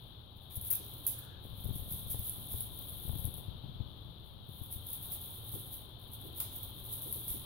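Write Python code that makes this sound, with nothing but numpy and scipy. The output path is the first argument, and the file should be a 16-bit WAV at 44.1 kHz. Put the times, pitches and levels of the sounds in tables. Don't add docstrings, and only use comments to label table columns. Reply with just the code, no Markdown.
import sys
import numpy as np
from scipy import signal
from scipy.fft import rfft, irfft
from scipy.io import wavfile
from scipy.ndimage import uniform_filter1d

SR = 44100
rng = np.random.default_rng(int(sys.argv[2]) if len(sys.argv) > 2 else 0)


def wav_record(signal):
    frames = np.transpose(np.atleast_2d(signal))
    bounded = np.clip(frames, -1, 1)
    quanta = np.round(bounded * 32767).astype(np.int16)
    wavfile.write(sys.argv[1], SR, quanta)


N = 328545
TIME = np.arange(N) / SR

# start and end in seconds, relative level in dB, upper-treble lift in dB.
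WAND_BOUTS = [(0, 0.06, -71, -2), (0.518, 1.196, -59, 5), (1.424, 1.56, -68.5, 2), (1.57, 2.593, -57, 1.5),
              (2.622, 3.28, -58, -9), (3.883, 4.48, -80.5, 0), (4.497, 5.822, -60, -2.5),
              (5.996, 6.342, -69, 5), (6.346, 7.45, -61, 6)]
# crest in seconds, relative level in dB, length in seconds,
# upper-treble lift in dB.
WAND_SHAKES = [(0.37, -67, .015, -3), (0.44, -66.5, 0.033, -1), (0.567, -41.5, 0.0072, 2),
               (0.667, -39, 0.024, -4), (0.72, -42, .03, 3), (1.76, -50, .04, 3), (1.939, -40, 0.045, -7),
               (2.114, -41.5, 0.033, 0), (2.27, -46.5, 0.17, -4), (2.538, -46, 0.089, 1),
               (2.82, -52.5, 0.055, 5), (2.893, -50.5, 0.046, -10), (3.037, -50, 0.19, 0),
               (3.225, -47, 0.057, -9), (3.377, -50.5, 0.027, -11), (4.263, -68, .035, -2),
               (4.737, -47.5, 0.033, 5), (4.92, -44.5, 0.057, -6), (5.027, -47.5, .035, -2),
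               (5.13, -50, 0.1, 4), (5.297, -53, .07, 6), (5.544, -47.5, 0.11, 0.5),
               (5.741, -46, 0.023, 3.5), (6.137, -54.5, 0.027, 3), (6.255, -57.5, 0.028, 7.5),
               (6.38, -50, 0.025, 6), (6.561, -52.5, 0.028, 12), (6.644, -61.5, 0.075, 14),
               (6.86, -50.5, .025, 2), (6.938, -43.5, 0.054, -8), (7.037, -46.5, .04, -2),
               (7.14, -44.5, 0.077, -2), (7.295, -44, 0.055, -5)]
# time in seconds, left over right in dB.
WAND_PAN = [(0, 3), (.9, 1), (2.6, .5), (3.25, 7.5), (3.5, 3), (6.2, -1), (7.45, 0.5)]
FOIL_PITCHES_HZ = [9880, 10760, 12270, 12200, 13900, 14500]
# crest in seconds, relative level in dB, fade in seconds.
TUFT_SWATS = [(.702, -33.5, 0.016), (1.066, -31.5, 0.027), (2.103, -37, 0.021), (5.121, -37, 0.011),
              (6.405, -37, 0.022), (7.278, -40.5, 0.073)]
# start in seconds, relative peak in dB, pitch in Hz, left over right in dB.
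STRAND_SNAPS = [(.556, -27.5, 11500, 5), (.613, -30, 11600, 2), (.649, -30, 14900, 5),
                (.705, -20, 15000, 9), (0.7118, -15, 14000, 17), (.7284, -17, 14600, 8),
                (0.7543, -17.5, 12700, -2), (.938, -34, 14700, 12), (1.0674, -16, 11400, -9),
                (1.188, -29, 13600, -4), (2.193, -26, 15400, -5), (2.2957, -23.5, 10950, -4),
                (2.606, -23, 10600, 1.5), (2.79, -29, 14200, 14), (3.253, -24, 11300, 6),
                (3.3406, -30.5, 11700, 2), (4.6353, -34, 15200, 7), (4.7251, -27.5, 11100, -2),
                (4.869, -31, 13000, 2.5), (4.931, -24, 13800, 5), (5.12, -30, 15000, -2),
                (6.214, -33.5, 12200, 3), (6.403, -19, 14500, 4), (6.5606, -29, 15300, -15),
                (6.6322, -27, 15000, -12), (7.1262, -21, 11400, 7)]
# start in seconds, level in dB, pitch in Hz, relative knock level in dB.
SOFT_BUMPS = [(0.572, -34, 87, -21), (1.452, -42, 98, -8.5), (1.53, -40, 83.4, -24),
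              (1.659, -30.5, 100, -35), (1.689, -33, 147, -34), (1.705, -28, 104, -22.5),
              (1.756, -33, 128, -34), (1.823, -36, 108, -24), (2.065, -36, 98, -18),
              (2.145, -34.5, 95, -11), (2.191, -31, 86.6, -35), (2.541, -33, 77, -14),
              (3.052, -39, 142, -28), (3.079, -32.5, 85, -21), (3.094, -27, 96, -18.5),
              (3.131, -32.5, 66, -19.5), (3.155, -32, 120, -21), (3.247, -27.5, 88, -24),
              (3.275, -40, 121, -10), (3.382, -38, 106, -15), (3.481, -31.5, 99, -31),
              (3.641, -37.5, 121, -22), (3.803, -26.5, 99, -25.5), (4.49, -38.5, 145, -30),
              (4.613, -33, 104, -35), (4.759, -35, 88, -35), (5.539, -35, 112, -23),
              (7.308, -37.5, 68, -26)]
# start in seconds, level in dB, left over right in dB.
BOARD_TAPS = [(.509, -44.5, 8), (0.707, -43, 6), (.735, -33.5, -16), (1.066, -54, -5), (6.402, -29, -8)]
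# start in seconds, level in dB, pitch in Hz.
BOARD_NOTES = [(0.799, -49, 288), (0.84, -59, 336), (5.552, -44.5, 343), (6.25, -46.5, 326),
               (6.334, -56, 310), (6.402, -54, 1010), (6.414, -51, 965), (7.06, -45.5, 335),
               (7.159, -50.5, 383), (7.271, -52, 270), (7.343, -43, 243)]

# time in seconds, relative level in dB.
SHUFFLE_LEVEL = [(0, -64), (1.3, -59), (1.7, -43.5), (2.2, -47.5), (2.8, -52.5), (3.2, -47.5), (3.7, -46),
                 (4.1, -53.5), (5.5, -62), (7.45, -64)]
AIR_AND_HISS_LEVEL = [(0.0, -61.5), (0.1, -60.5), (0.29, -63), (0.89, -58.5), (1.33, -59.5), (3.26, -58),
                      (4.38, -62), (5.1, -58), (6.02, -60), (6.35, -58), (7.43, -58), (7.45, -56)]

# frequency in Hz, relative level in dB.
TINSEL_SPECTRUM = [(500, -33), (2000, -26), (4500, -22), (7500, -21), (8500, -15.5), (9400, -4),
                   (10200, -2.5), (11500, 1.5), (13500, -5), (15500, 2), (17000, -17.5)]
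KNOCK_SPECTRUM = [(60, -9), (160, -3.5), (240, 9), (400, 0), (900, -8), (1200, -22.5), (3000, -30),
                  (8000, -79)]
TAP_SPECTRUM = [(200, -17), (900, -4), (2000, -7.5), (3500, 0.5), (5500, -3.5), (8500, -1.5), (11000, 6),
                (16000, 4)]
SCRAPE_SPECTRUM = [(700, -38), (1250, -4), (1550, 2), (1720, 1), (1950, -20), (3000, -42)]
SHUFFLE_SPECTRUM = [(10, -20), (35, -3), (65, 0), (110, -2.5), (170, -4), (300, -25.5), (600, -25),
                    (2000, -71.5)]
AIR_SPECTRUM = [(15, -8), (30, -7.5), (60, -1), (105, 2.5), (170, -10.5), (260, -13), (450, -17.5),
                (900, -19.5), (1300, -25), (2000, -37.5), (3600, -27), (6500, -51), (8500, -88),
                (11000, -40), (16000, -40.5)]
HISS_SPECTRUM = [(1500, -32), (2400, -30.5), (2800, -14.5), (3150, -1.5), (3450, 3), (3850, 0.5),
                 (4300, -8.5), (4900, -27), (6500, -33.5)]

# frequency in Hz, left-right correlation.
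AIR_CORRELATION = [(30, 0.55), (120, 0.85), (300, 0.68), (700, 0.065), (2000, 0.029), (16000, 0.033)]
# frequency in Hz, left over right in dB.
AIR_PAN = [(40, 10), (110, -2), (400, -1.5), (900, 8), (2000, -1), (12000, 1.5)]
# frequency in Hz, T60 in seconds.
ROOM_T60 = [(200, 0.5), (1000, 0.37), (4000, 0.84), (8000, 0.48), (15000, 0.1)]
# frequency in Hz, gain in dB.
LEFT_PORT_GAIN = [(4600, 1), (5800, -14.5), (7000, -4), (8400, -25.5), (10000, 1)]


def rustle(gain_db=2.5, upper_db=0.5, clump_db=2.0, split_hz=12500):
    out = np.zeros((2, N))
    lower, upper = tuft_motion()
    for hz in FOIL_PITCHES_HZ:
        clumps = wander(400, 150)
        motion = upper * amp(upper_db) if hz > split_hz else lower
        strength = motion * amp(gain_db + clump_db * np.minimum(clumps, 2))
        ticks = through(strength * crackle(per_s=400, spread_db=1.5), strand_tick(hz))
        out += room(ticks, early_db=-5, late_db=-6)
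    return out * pan(curve(WAND_PAN)) / np.sqrt(len(FOIL_PITCHES_HZ))


def tuft_motion(rest_db=-81.5, surge_db=1.73):
    moves = [(amp(db) * swell(start_s, end_s, rise_s=0.017, fade_s=0.052), lift_db)
             for start_s, end_s, db, lift_db in WAND_BOUTS]
    moves += [(amp(db) * swell(crest_s, crest_s, 0.66 * length_s, 0.85 * length_s), lift_db)
              for crest_s, db, length_s, lift_db in WAND_SHAKES]
    lower_power = sum(move ** 2 for move, _ in moves)
    upper_power = sum((move * amp(lift_db)) ** 2 for move, lift_db in moves)
    surge = amp(surge_db * wander(1200, 400))
    return np.sqrt(np.array([lower_power, upper_power]) + amp(rest_db) ** 2) * surge


def strand_tick(pitch_hz, boost_db=9, log_width=0.041):
    hz = np.geomspace(300, 20000, num=120)
    peak_db = boost_db * np.exp(-(np.log(hz / pitch_hz) / log_width) ** 2)
    return impulse(np.column_stack([hz, at_hz(TINSEL_SPECTRUM, hz) + peak_db]), fft_size=512)


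def swats(gain_db=-1, pan_db=-0.5):
    envelope = sum(amp(db + gain_db) * (TIME >= start_s) * np.exp(-abs(TIME - start_s) / fade_s)
                   for start_s, db, fade_s in TUFT_SWATS)
    clicks = pan(pan_db) * envelope * crackle(per_s=1800, spread_db=2.0)
    return room(through(clicks, impulse(TINSEL_SPECTRUM)), early_db=-0.5, late_db=-1.0)


def snaps(gain_db=-4, rebound=0.57, rebound_s=0.0028):
    out, t = np.zeros((2, N)), TIME[:500]
    for start_s, db, hz, pan_db in STRAND_SNAPS:
        signs = rng.choice([-1, 1], (2, len(t)))
        clicks = rebound * signs * (rng.random(len(t)) < .25) * np.exp(-t / rebound_s)
        clicks[:, 0] = 1
        tick = strand_tick(hz, boost_db=11.5, log_width=0.15)
        add(out, start_s, amp(db + gain_db) * pan(pan_db) * through(clicks, tick / abs(tick).max()))
    return room(out, early_db=-7, late_db=-5)


def bumps(knock_db=11, overtone_ratio=2.32, overtone_db=-11, pan_db=19):
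    out, knock = np.zeros((2, N)), impulse(KNOCK_SPECTRUM)
    for start_s, db, hz, hard_db in SOFT_BUMPS:
        push = thud(hz, rise_cycles=0.37) + amp(overtone_db) * thud(hz * overtone_ratio, rise_cycles=0.84)
        add(out, start_s, amp(db) * pan(pan_db) * push)
        add(out, start_s, amp(db + hard_db + knock_db) * pan(pan_db) * knock / abs(knock).max())
    return room(out, early_db=-11, late_db=-14)


def taps(contact_s=0.0021):
    blows, t = np.zeros((2, N)), TIME[:400]
    for start_s, db, pan_db in BOARD_TAPS:
        burst = rng.standard_normal((2, len(t))) * np.exp(-t / contact_s)
        add(blows, start_s, amp(db) * pan(pan_db) * burst)
    return room(through(blows, impulse(TAP_SPECTRUM)), early_db=-3, late_db=-2.5)


def board_notes(pan_db=1):
    out = np.zeros((2, N))
    for start_s, db, hz in BOARD_NOTES:
        add(out, start_s, amp(db) * pan(pan_db) * thud(hz, rise_cycles=0.4))
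    return room(out, early_db=6.5, late_db=2)


def thud(hz, rise_cycles):
    cycles = hz * TIME[:6000]
    return cycles / rise_cycles * np.exp(1 - cycles / rise_cycles) * np.sin(2 * np.pi * cycles)


def scrape(start_s=1.12, end_s=1.425, level_db=-66):
    progress = np.clip((TIME - start_s) / (end_s - start_s), 0, 1)
    return amp(level_db) * np.sqrt(abs(np.sin(np.pi * progress))) * noise(SCRAPE_SPECTRUM)


def shuffle(gain_db=-3, pan_db=10):
    lumps = unit_rms(through(crackle(per_s=110, spread_db=1.5), impulse(SHUFFLE_SPECTRUM)))
    return lumps * amp(curve(SHUFFLE_LEVEL) + gain_db) * pan(pan_db)


def room_air(gain_db=7.5):
    hz = np.fft.rfftfreq(N, 1 / SR)
    air = noise(AIR_SPECTRUM, at_hz(AIR_CORRELATION, hz)) * amp(curve(AIR_AND_HISS_LEVEL) + gain_db)
    return irfft(rfft(air) * pan(at_hz(AIR_PAN, hz)), N)


def mic_hiss(gain_db=2, pan_db=21):
    return noise(HISS_SPECTRUM) * amp(curve(AIR_AND_HISS_LEVEL) + gain_db) * pan(pan_db)


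def mains_hum(hz=116.7, level_db=-62.5, waver=0.41):
    level_drift, phase_rad = wander(16000, 6000, shape=(2, N))
    envelope = np.sqrt(2) * amp(level_db) * (1 + waver * level_drift)
    return envelope * np.sin(2 * np.pi * hz * TIME + phase_rad)


def room(x, early_db, late_db, early_s=0.016):
    t = TIME[:SR // 2]
    shape = (2, len(t))
    echoes = rng.standard_normal(shape) * (rng.random(shape) < .15) * (t > .001)
    early = echoes * np.exp(-t / early_s)
    hz, frame_s, bins = signal.stft(rng.standard_normal(shape) * (t > .006), SR, nperseg=256)
    decay = amp(-60 * frame_s / at_hz(ROOM_T60, hz)[:, None])
    late = signal.istft(bins * decay, SR, nperseg=256)[1][:, :len(t)]
    response = amp(early_db) * unit_rms(early) + amp(late_db) * unit_rms(late)
    return x + through(x, response / np.sqrt(len(t)))


def crackle(per_s, spread_db):
    hits = rng.random(N) < per_s / SR
    sizes = amp(spread_db * np.minimum(rng.exponential(1, N), 4))
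    mic_gains = rng.uniform(-1.29, 1.76, (2, N))
    return unit_rms(hits * sizes * mic_gains * rng.choice([-1, 1], N))


def noise(spectrum, correlation=0):
    hz = np.fft.rfftfreq(N, 1 / SR)
    left, other = rfft(rng.standard_normal((2, N)))
    right = correlation * left + np.sqrt(1 - correlation ** 2) * other
    return unit_rms(irfft(np.array([left, right]) * amp(at_hz(spectrum, hz)), N))


def impulse(spectrum, fft_size=4096):
    hz = abs(np.fft.fftfreq(fft_size, 1 / SR))
    log_gain = np.log(amp(at_hz(spectrum, hz)))
    response = np.exp(np.conj(signal.hilbert(log_gain)))
    pulse = np.fft.ifft(response).real[:fft_size // 2]
    return pulse / np.linalg.norm(pulse)


def wander(first_samples, second_samples, shape=N):
    smooth = uniform_filter1d(rng.standard_normal(shape), first_samples)
    return unit_rms(uniform_filter1d(smooth, second_samples))


def swell(start_s, end_s, rise_s, fade_s):
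    return np.exp(-np.maximum(start_s - TIME, 0) / rise_s - np.maximum(TIME - end_s, 0) / fade_s)


def pan(pan_db):
    pair = np.array([amp(pan_db / 2), amp(-pan_db / 2)]).reshape(2, -1)
    return pair / np.sqrt(np.mean(pair ** 2, 0))


def at_hz(rows, hz):
    row_hz, values = np.transpose(rows)
    return np.interp(np.log(hz + 1), np.log(row_hz + 1), values)


def curve(rows):
    return np.interp(TIME, *np.transpose(rows))


def add(mix, start_s, sound):
    part = mix[:, max(round(start_s * SR), 0):][:, :sound.shape[1]]
    part += sound[:, :part.shape[1]]


def through(x, response):
    return signal.fftconvolve(x, np.atleast_2d(response), axes=1)[:, :N]


def amp(db):
    return 10 ** (np.asarray(db) / 20)


def unit_rms(x):
    return x / np.sqrt(np.mean(x ** 2) + 1e-20)


def scene():
    tinsel = rustle() + swats() + snaps()
    floor = taps() + bumps() + board_notes() + scrape() + shuffle()
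    return tinsel + floor + room_air() + mic_hiss() + mains_hum()


def record(dry, cutoff_hz=15900):
    port_gain = amp(at_hz(LEFT_PORT_GAIN, np.fft.rfftfreq(N, 1 / SR)))
    left = irfft(rfft(dry[0]) * port_gain, N)
    lowpass = signal.firwin(301, cutoff_hz, window=("kaiser", 8), fs=SR)
    return signal.oaconvolve(np.array([left, dry[1]]), lowpass[None], "same")


dry = scene()
out = record(dry)
wav_record(out)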